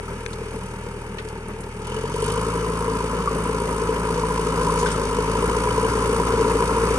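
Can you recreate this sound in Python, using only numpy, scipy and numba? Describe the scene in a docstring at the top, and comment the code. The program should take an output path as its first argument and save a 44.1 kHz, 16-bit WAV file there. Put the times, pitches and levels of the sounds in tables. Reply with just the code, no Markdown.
"""A low engine throb idles, climbs in pitch and grows louder as a four-cylinder diesel loader draws near.
The throb is a sum of multiples of the firing rate; noise puffs and decaying modes ring its exhaust pipe.
The block clatters and the gas hisses as noise swelling once a firing; a bucket ticks, clanks and rattles.
Behind lies the roar of fan, intake and tyres. Two microphone ports share the bass but differ above it."""
import sys
import numpy as np
from scipy import signal
from scipy.fft import rfft, irfft
from scipy.io import wavfile
from scipy.ndimage import uniform_filter1d
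from numba import njit

SR = 44100
rng = np.random.default_rng(int(sys.argv[2]) if len(sys.argv) > 2 else 0)


def unload_wav(signal):
    """Save mono or channel-first audio to the path in sys.argv[1] as 16-bit WAV at rate SR, clipped to [-1, 1]."""
    wavfile.write(
        sys.argv[1],
        SR,
        np.round(np.clip(np.atleast_2d(signal).T, -1, 1) * 32767).astype(np.int16),
    )


N = 307818
BIN_HZ = np.arange(N // 2 + 1) * SR / N

# firing rate of the engine: (time [s], rate [Hz])
FIRING_RATE = [(0.0, 39.83), (0.9, 39.55), (1.25, 38.21), (1.7, 38.97), (1.82, 37.36), (1.95, 43.13),
               (2.22, 49.41), (2.42, 55.72), (3.6, 55.39), (4.2, 55.48), (4.5, 54.82), (4.72, 55.52),
               (5.13, 52.47), (5.4, 55.78), (5.8, 57.21), (6.25, 56.85), (6.5, 56.26), (6.98, 56.99)]
# engine effort, peaking as the revs climb and as the bucket bites: (time [s], effort [0-1])
EFFORT = [(0, 0.23), (.55, 0.35), (1.0, 0.17), (1.79, 0.09), (1.87, 0.78), (2.1, 0.43), (2.28, 0.96),
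          (2.45, 0.53), (2.7, 0.47), (4.1, 0.4), (4.75, 0.57), (5.1, 0.45), (6.98, 0.31)]
IDLE_HZ, FULL_HZ = 39, 56  # firing rates at idle and at full revs
CLIMB_HZ_PER_S = 25  # a rise in firing rate that counts as a full climb
START_M, SETS_OFF_S, SPEED_M_S = 35.3, 2.35, 3.15  # distance, departure and approach speed

# level laws of the engine's layers: (idle level at the start [dB], added at full revs [dB],
# added at full effort [dB], share of the 1 / distance gain [ratio])
TONE_LEVEL = (-41, 6.5, 4, 1.09)
PUFF_LEVEL = (-36.5, 6.5, 6.5, 1.38)
BRIGHTNESS = (-8.5, 3, 3, 0.05)  # applied to each resonance by its share
KNOCK_LEVEL = (-47, 3, 5, 1.28)
HISS_LEVEL = (-54, 3.5, 17, 1.78)
FAN_LEVEL = (-39.5, 5, 2.5, 1.24)

# harmonics against the firing tone: (time [s], second multiple [dB], third multiple [dB])
HARMONICS = [(0, -0.5, -1.5), (.8, -2, 0), (1.71, -2.5, -0.5), (2.3, -0.5, 0.5), (3.1, -7, -1.5),
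             (4.0, -6.5, -2), (4.85, -8, 1), (5.0, -7, -5), (5.3, -7, -1.5), (5.7, -4, -6.5),
             (6.98, -8.5, -6)]
# weaker multiples: (multiple of the firing rate, level against the firing tone [dB], waver [dB])
WEAK_MULTIPLES = [(1.5, -16, 1), (2.5, -26.5, 7), (3.5, -15, 2.5), (4, -10.5, 2), (5, -21.5, 0)]
LEAD_RAD = 1.9  # phase advance at full revs for each multiple above the second

# pipe resonances: (cool centre [Hz], hot centre [Hz], width before a factor of 1.56 per stage [Hz],
# level [dB], share of brightness [0-1], steady flow [0-1], lag at full revs [firings], kick [0-1])
PIPE_MODES = [(426, 444, 87, -1, 0.29, 0.46, -0.1, 0.68), (903, 979.3, 151, -1, 1, 0.74, -0.0108, 0.42),
              (1296, 1278, 250, -6.5, 0.81, 0.9, -0.06, 0.17)]
# how hard the four cylinders ring each resonance, one row a resonance:
# (cylinder 1 [dB], cylinder 2 [dB], cylinder 3 [dB], cylinder 4 [dB])
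CYLINDERS_IDLE = [(-2, 3, 0, 2.5), (1, -2, 4.5, -2.5), (2, 0, -1, -1)]
CYLINDERS_FULL = [(1, -2, 4.5, -2.5), (1, 0.5, 3.5, -2), (1.5, -1, 0, -0.5)]
IDLE_LAG, FIRING_JITTER = 0.14, 0.02  # extra lag at idle, and spread of the pipe's timing [firings]
# the hardest puffs, before onset and decay: (time [s], first resonance [dB], second resonance [dB])
HARD_PUFFS = [(0.414, -13.5, -34), (0.564, -15.5, -25), (1.255, -17.5, -32), (1.359, -21, -18.5),
              (1.458, -22, -21), (1.541, -19, -28), (1.666, -22, -21.5), (1.919, -17, -16),
              (2.038, -8.5, -21), (2.053, -38, -12), (2.1, -27, -12.5), (2.142, -8.5, -43),
              (2.224, -5.5, -13), (2.666, -12, -10), (2.879, -7.5, -9), (3.89, -4, -12), (4.087, -25, -7),
              (4.235, -12, -3), (4.307, -12, -6), (4.392, -6, -9), (4.828, -4.5, -3), (5.185, -4, -8),
              (5.244, -17, -8), (5.353, -7.5, -6), (5.425, -7.5, -7), (5.566, -4, -8), (5.658, -7.5, -14),
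              (5.672, -9, -3), (5.778, -4.5, -4), (5.849, -5, -5), (5.975, -7.5, -9), (6.198, -5.5, -3),
              (6.336, -4, -10), (6.398, -3.5, -15), (6.464, -5.5, -10), (6.552, -2, -13),
              (6.622, -7.5, -3.5), (6.907, -5, -12)]
# decay of a hard puff: (first resonance t60 [s], second resonance t60 [s])
HARD_PUFF_T60 = [0.045, 0.03]
DROWN_SHARE, DROWN_S = 0.85, 0.02  # share of the gas noise a hard puff replaces, and for how long

# combustion knock spectrum: (frequency [Hz], relative level per Hz [dB])
KNOCK_SPECTRUM = [(1000, -26), (1700, 7.5), (1910, 0), (2200, 5.5), (2770, 2), (2990, 0.5), (4000, -18),
                  (5200, -33), (8800, -120)]
# gas hiss spectrum: (frequency [Hz], relative level per Hz [dB])
HISS_SPECTRUM = [(2120, -47), (3600, 6.5), (4090, -0.5), (4420, 7), (5420, 4), (5940, 7), (7460, 0.5),
                 (9390, -2.5), (15200, -38.5)]
# drive of the block: (cylinder 1 [dB], cylinder 2 [dB], cylinder 3 [dB], cylinder 4 [dB])
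BLOCK_DRIVE = (-2, -1, 6, -1)

# bucket levels hold before decay and before the dulling of the top
# ticks and scrapes: (time [s], level [dB], centre [Hz], t60 [s], left minus right [dB], rebound delay [ms])
DRY_TICKS = [(0.2622, -18.5, 2500, 0.01, 11, 0.51), (0.331, -36, 3800, 0.03, 8, 0.26),
             (1.184, -29.5, 1680, 0.09, 0, 0.05), (1.2865, -32, 5600, 0.023, -1, 0.9),
             (1.484, -39, 8000, .02, -2, 0.12), (1.605, -40.5, 8000, 0.086, -1, 0.12),
             (1.638, -40, 5000, 0.022, 10, 0.2), (4.86, -29.5, 1870, 0.31, 0, 0.6)]
REBOUND = 0.55  # amplitude of a rebound against its tick
# clanks of the bucket's plates: (time [s], level [dB], pitch [Hz])
PLATE_CLANKS = [(0.079, -21, 1280), (1.606, -30, 9090), (1.608, -35, 7290), (3.274, -5, 1150),
                (4.612, -11, 1025), (4.672, -7.5, 980), (4.689, -13, 1020), (4.697, -11, 1090),
                (4.859, -11, 1530), (5.686, -14, 2250), (5.704, -16, 3030), (5.845, -14, 2970)]
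CLANK_CYCLES = 57  # cycles in the t60 of a clank
# linkage rattles: (time [s], ring level [dB], scrape level [dB], scrape t60 [s], part struck [0 or 1])
LINKAGE_RATTLES = [(4.645, -29, -33, .05, 1), (4.787, -32, -31.5, 0.34, 0), (4.797, -32, -33, 0.089, 0),
                   (4.856, -24, -43, .08, 1), (4.915, -18, -31, 0.095, 1), (4.959, -38, -33, .04, 1)]
# modes of the two linkage parts: (frequency [Hz], level [dB], t60 [s])
LINKAGE_MODES = [
    [(3830, -5, 0.11), (5230, 0, 0.053), (6815, -2, .12), (9680, -10, 0.12)],
    [(5400, -6, 0.05), (8660, -9, 0.11)],
]
SCRAPE_HZ, SCRAPE_PAN_DB = 5900, 3  # centre, and left minus right

# fan, intake and tyre spectrum: (frequency [Hz], relative level per Hz [dB])
ROAR_SPECTRUM = [(22, -25), (45, -8), (90, -8.5), (200, 0), (320, -8), (550, -6.5), (720, -13.5),
                 (1200, -11.5), (2000, -19), (4000, -44)]

# correlation of noise between the two ports: (frequency [Hz], correlation [0-1])
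PORT_CORRELATION = [(250, 0.99), (500, 1), (700, 0.5), (1000, 1), (1500, 0.9), (2000, 0.25), (4500, 0.86),
                    (8000, 0), (12000, 0.5)]
# port differences in the bass, where there are none:
# (frequency [Hz], left minus right [dB], left phase lag [rad])
BASS_PORTS = [(200, 0, 0)]
# port differences above it: (frequency [Hz], left minus right [dB], left phase lag [rad])
UPPER_PORTS = [(438, 3.5, -0.14), (700, 3, 1.9), (860, -0.5, 0.37), (1606, 6, 1.3), (2050, -0.5, 4),
               (4940, 0.5, 4.5), (7360, 2.5, 5.5), (9700, -17.5, 6.5), (10800, -14.5, 0.5),
               (14300, -3.5, -10.5)]
TOP_HZ = 15100  # edge of the final low-pass


def undb(db):
    """Level in decibels expressed as an amplitude ratio."""
    return 10 ** (np.asarray(db) / 20)


def unit(x):
    """Normalisation to an rms of 1."""
    return x / np.sqrt(np.mean(x ** 2))


def curves(table):
    """Linear interpolation of a time table's columns at every sample."""
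    s, *columns = np.transpose(table)
    return [np.interp(np.arange(N) / SR, s, column) for column in columns]


def along(table):
    """Interpolation of a spectral table's columns over log frequency, at every bin."""
    hz, *columns = np.transpose(table)
    return np.squeeze([np.interp(np.log(BIN_HZ + 1), np.log(hz), column) for column in columns])


def colour(x, table):
    """Zero-phase filtering: the spectrum is multiplied by a gain curve in dB."""
    return irfft(rfft(x) * undb(along(table)), N)


def pair():
    """Partial correlation: shared and independent white noise are mixed band by band for two ports."""
    first, other = rfft(rng.standard_normal((2, N)))
    c = np.clip(along(PORT_CORRELATION), 0, 1)
    return irfft(np.array([first, c * first + np.sqrt(1 - c ** 2) * other]), N)


@njit
def svf(x, hz, width):
    """Resonance of a state-variable band-pass with a moving centre, applied to each row."""
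    y = np.empty_like(x)
    for row in range(len(x)):
        band, low = 0., 0.
        for i in range(x.shape[1]):
            g = np.tan(np.pi * hz[i] / SR)
            damping = width / hz[i]
            v = (band + g * (x[row, i] - low)) / (1 + g * (g + damping))
            band = 2 * v - band
            low += 2 * g * v
            y[row, i] = damping * v
    return y


def walk(rate):
    """Random modulation: normal values held for 1 / rate seconds, smoothed, with an rms of 1 overall."""
    hold = int(SR / rate)
    steps = np.repeat(rng.standard_normal(N // hold + 1), hold)
    return unit(uniform_filter1d(steps, hold)[:N])


def puffs(turns, lag, fall, steady, scatter_db, pattern_db=0, smooth_s=0.019, kick=0):
    """Pulsating turbulence: noise swells at each firing and decays; an impulse may start each pulse."""
    cycle, phase = np.divmod(turns - lag + 1, 1)
    cycle = cycle.astype(int)
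    # every firing has its own size
    size = undb(pattern_db + scatter_db * rng.standard_normal(N // 500)[cycle])
    swell = steady + uniform_filter1d(size * np.exp(-phase / fall), int(smooth_s * SR))
    starts = np.diff(cycle, prepend=cycle[0]) > 0
    kicks = kick * size * starts / np.sqrt(np.abs(np.gradient(turns)))
    # dividing by the half-second rms leaves only the quick swelling
    return pair() * swell / np.sqrt(uniform_filter1d(swell ** 2, SR // 2)) + kicks


def add(out, s, sound):
    """Superposition of a short sound from s seconds on."""
    i = int(s * SR)
    out[:, i:i + sound.shape[-1]] += sound[..., :N - i]


def ring(hz, t60, rise_s=0.0036):
    """Free vibration of one mode: a sine with a soft onset and exponential decay."""
    t = np.arange(int((t60 + rise_s) * SR)) / SR
    return np.sin(2 * np.pi * hz * t) * (1 - np.exp(-t / rise_s)) * undb(-60 * t / t60)


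def burst(db, hz, t60, pan_db):
    """Impact noise: a wide band of partly shared noise decays exponentially, cut off at a quarter second."""
    t = np.arange(int(.25 * SR)) / SR
    noise = rng.standard_normal(len(t)) + 1.7 * rng.standard_normal((2, len(t)))
    centre = np.full(len(t), 1. * hz)
    band = unit(svf(svf(noise, centre, 1.7 * hz), centre, 1.7 * hz))
    envelope = (1 - np.exp(-t / .0004)) * undb(-60 * t / t60)
    return band * envelope * undb(db + np.array([[pan_db], [-pan_db]]) / 2)


def throb(turns, revs, tone_db):
    """Fourier synthesis: a train of suction pulses as multiples of the firing rate, wavering a little."""
    def lead(multiple):
        """Phase advance growing with revs and with the order of the multiple."""
        return LEAD_RAD * revs * max(multiple - 2, 0)

    out = np.zeros(N)
    levels_db = [tone_db] + [tone_db + db for db in curves(HARMONICS)]
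    for k, db in enumerate(levels_db, start=1):
        tone = np.cos(2 * np.pi * k * turns + lead(k))
        out += (-1) ** (k - 1) * undb(db + .3 * walk(9)) * tone
    for k, db, waver_db in WEAK_MULTIPLES:
        gain = undb(tone_db + db + waver_db * walk(12))
        # the phase wavers along with the level, by an independent walk
        out += gain * np.sin(2 * np.pi * k * turns + lead(k) + waver_db / 4 * walk(8.7))
    return np.sqrt(2) * out  # peak amplitude for the stated rms


def exhaust(turns, revs, heat, puff_db, bright_db):
    """Pipe resonance: turbulent puffs excite modes whose centres shift as the gas grows hotter."""
    out, hard, drowned = np.zeros((2, N)), np.zeros((2, N)), np.zeros((1, N))
    centres = [cool_hz + (hot_hz - cool_hz) * heat for cool_hz, hot_hz, *_ in PIPE_MODES]
    for hz, mode, idle_db, full_db in zip(centres, PIPE_MODES, CYLINDERS_IDLE, CYLINDERS_FULL):
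        *_, width, db, bright, steady, lag, kick = mode
        lag = lag + IDLE_LAG * (1 - revs)
        cylinder = np.floor(turns - lag + 1).astype(int) % 4
        pattern_db = (1 - revs) * np.take(idle_db, cylinder) + revs * np.take(full_db, cylinder)
        gas = puffs(turns, lag + FIRING_JITTER * walk(30), fall=.27, steady=steady, scatter_db=1.0,
                    pattern_db=pattern_db, smooth_s=.004, kick=kick)
        for _ in range(3):
            gas = svf(gas, hz, 1.56 * width)
        out += unit(gas) * undb(db + puff_db + bright * bright_db)
    for s, *levels_db in HARD_PUFFS:
        add(drowned, s - .004, signal.windows.tukey(int(DROWN_S * SR), .6))
        for hz, db, t60 in zip(centres, levels_db, HARD_PUFF_T60):
            add(hard, s, undb(db) * ring(hz[int(s * SR)], t60))
    return out * (1 - DROWN_SHARE * np.minimum(drowned, 1)) + hard


def clatter(turns, effort, climb, knock_db, hiss_db):
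    """Structure-borne knock and jet noise: combustion drives the block, gas hisses at the pipe's end."""
    effort = np.clip(effort, 0, 1)
    # valve gear makes the noise gritty, with a new level every few milliseconds
    grit = undb(1.3 * walk(350))
    knock = grit * puffs(turns, lag=.02, fall=.35, steady=.8, scatter_db=2.0)
    knock = unit(colour(knock, KNOCK_SPECTRUM))
    # hard strokes ring the block, one cylinder most of all
    cylinder = np.floor(turns + 1).astype(int) % 4
    block = puffs(turns, lag=0, fall=.3, steady=.25, scatter_db=3,
                  pattern_db=np.take(BLOCK_DRIVE, cylinder), smooth_s=.003)
    knock += (0.79 * effort + 0.32 * climb) * unit(svf(block, np.full(N, 2980.), 133.0))
    # effort and climbing revs thin the steady flow, leaving the pulses
    soft_flow = (.9 - .55 * effort) * (1 - .15 * climb)
    soft = unit(grit) * puffs(turns, lag=.06, fall=.3, steady=soft_flow, scatter_db=2.2, smooth_s=.005)
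    sharp_flow = .6 * (1 - climb) * (1 - effort) ** 2
    sharp = puffs(turns, lag=.04, fall=.2, steady=sharp_flow, scatter_db=2.2, smooth_s=.006)
    sharp *= undb(1.1 * walk(9))  # the top of the hiss flickers
    # soft pulses fill the lower hiss, sharp ones the top
    hiss = colour(soft, [(6500, -1.3), (8000, 0.85)]) + colour(sharp, [(6500, -29.0), (8000, 4)])
    hiss = unit(colour(hiss, HISS_SPECTRUM))
    return knock * undb(knock_db) + hiss * undb(hiss_db)


def bucket():
    """Impact and modal decay: ticks are noise bursts, clanks single modes, rattles scrape and ring."""
    out = np.zeros((2, N))
    for s, *tick, rebound_ms in DRY_TICKS:
        sound = burst(*tick)
        add(out, s, sound)
        add(out, s + rebound_ms / 1000, REBOUND * sound)
    for s, db, hz in PLATE_CLANKS:
        add(out, s, undb(db) * ring(hz, CLANK_CYCLES / hz, rise_s=0.0022))
    for s, ring_db, scrape_db, scrape_t60, part in LINKAGE_RATTLES:
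        add(out, s, burst(scrape_db, SCRAPE_HZ, scrape_t60, SCRAPE_PAN_DB))
        for hz, db, t60 in LINKAGE_MODES[int(part > .5)]:
            add(out, s, undb(ring_db + db) * ring(hz, t60, rise_s=0.0024))
    # air and microphone dull the very top; everything below falls by 1.5 dB
    return colour(out, [(9800, -1.5), (12500, -14)])


def fan(turns, hz, db):
    """Broadband flow noise: fan, intake and tyres roar, beating faintly, under a blurred blade note."""
    roar = puffs(turns, lag=-0.58, fall=1.0, steady=1.0, scatter_db=6.0)
    roar = unit(colour(roar, ROAR_SPECTRUM))
    blade_hz = 4.89 * hz
    blades = unit(svf(svf(pair(), blade_hz, 43.0), blade_hz, 43.0))
    # the note stands out most at idle
    return undb(db) * (roar + blades * undb(-3 - .2 * (hz - 39)))


def scene():
    """Superposition of sources; revs, effort and the inverse distance law set the engine's levels."""
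    (hz,), (effort,) = curves(FIRING_RATE), curves(EFFORT)
    revs = np.clip((hz - IDLE_HZ) / (FULL_HZ - IDLE_HZ), 0, 1)
    rise_hz_per_s = uniform_filter1d(np.gradient(hz) * SR, SR // 20)
    climb = np.clip(rise_hz_per_s / CLIMB_HZ_PER_S, 0, 1)
    metres = START_M - SPEED_M_S * np.maximum(np.arange(N) / SR - SETS_OFF_S, 0)
    near_db = 20 * np.log10(START_M / metres)

    def level(law):
        """Sum of a law's terms in decibels."""
        idle_db, revs_db, effort_db, near_share = law
        return idle_db + revs_db * revs + effort_db * effort + near_share * near_db

    heat = 0.93 * np.sqrt(revs) + 0.35 * effort + 0.0088 * near_db
    turns = np.cumsum(hz) / SR - .03  # one turn a firing
    # at idle the bursts come later in the cycle
    bursts = turns - 0.1307 * np.clip((50 - hz) / 11, 0, 1)
    engine = throb(turns, revs, level(TONE_LEVEL))
    engine = engine + exhaust(bursts, revs, heat, level(PUFF_LEVEL), level(BRIGHTNESS))
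    engine += clatter(bursts, effort, climb, level(KNOCK_LEVEL), level(HISS_LEVEL))
    return engine + bucket() + fan(bursts, hz, level(FAN_LEVEL))


def record(dry):
    """Two-port reception: level and phase differ between the ports above the bass; a low-pass cuts the top."""
    balance_db, lag = along(BASS_PORTS + UPPER_PORTS)
    half = undb(balance_db / 2)
    wet = irfft(rfft(dry) * np.array([half * np.exp(-1j * lag), 1 / half]), N)
    return signal.sosfilt(signal.ellip(8, .2, 70, TOP_HZ, fs=SR, output="sos"), wet)


dry = scene()
out = record(dry)
unload_wav(out)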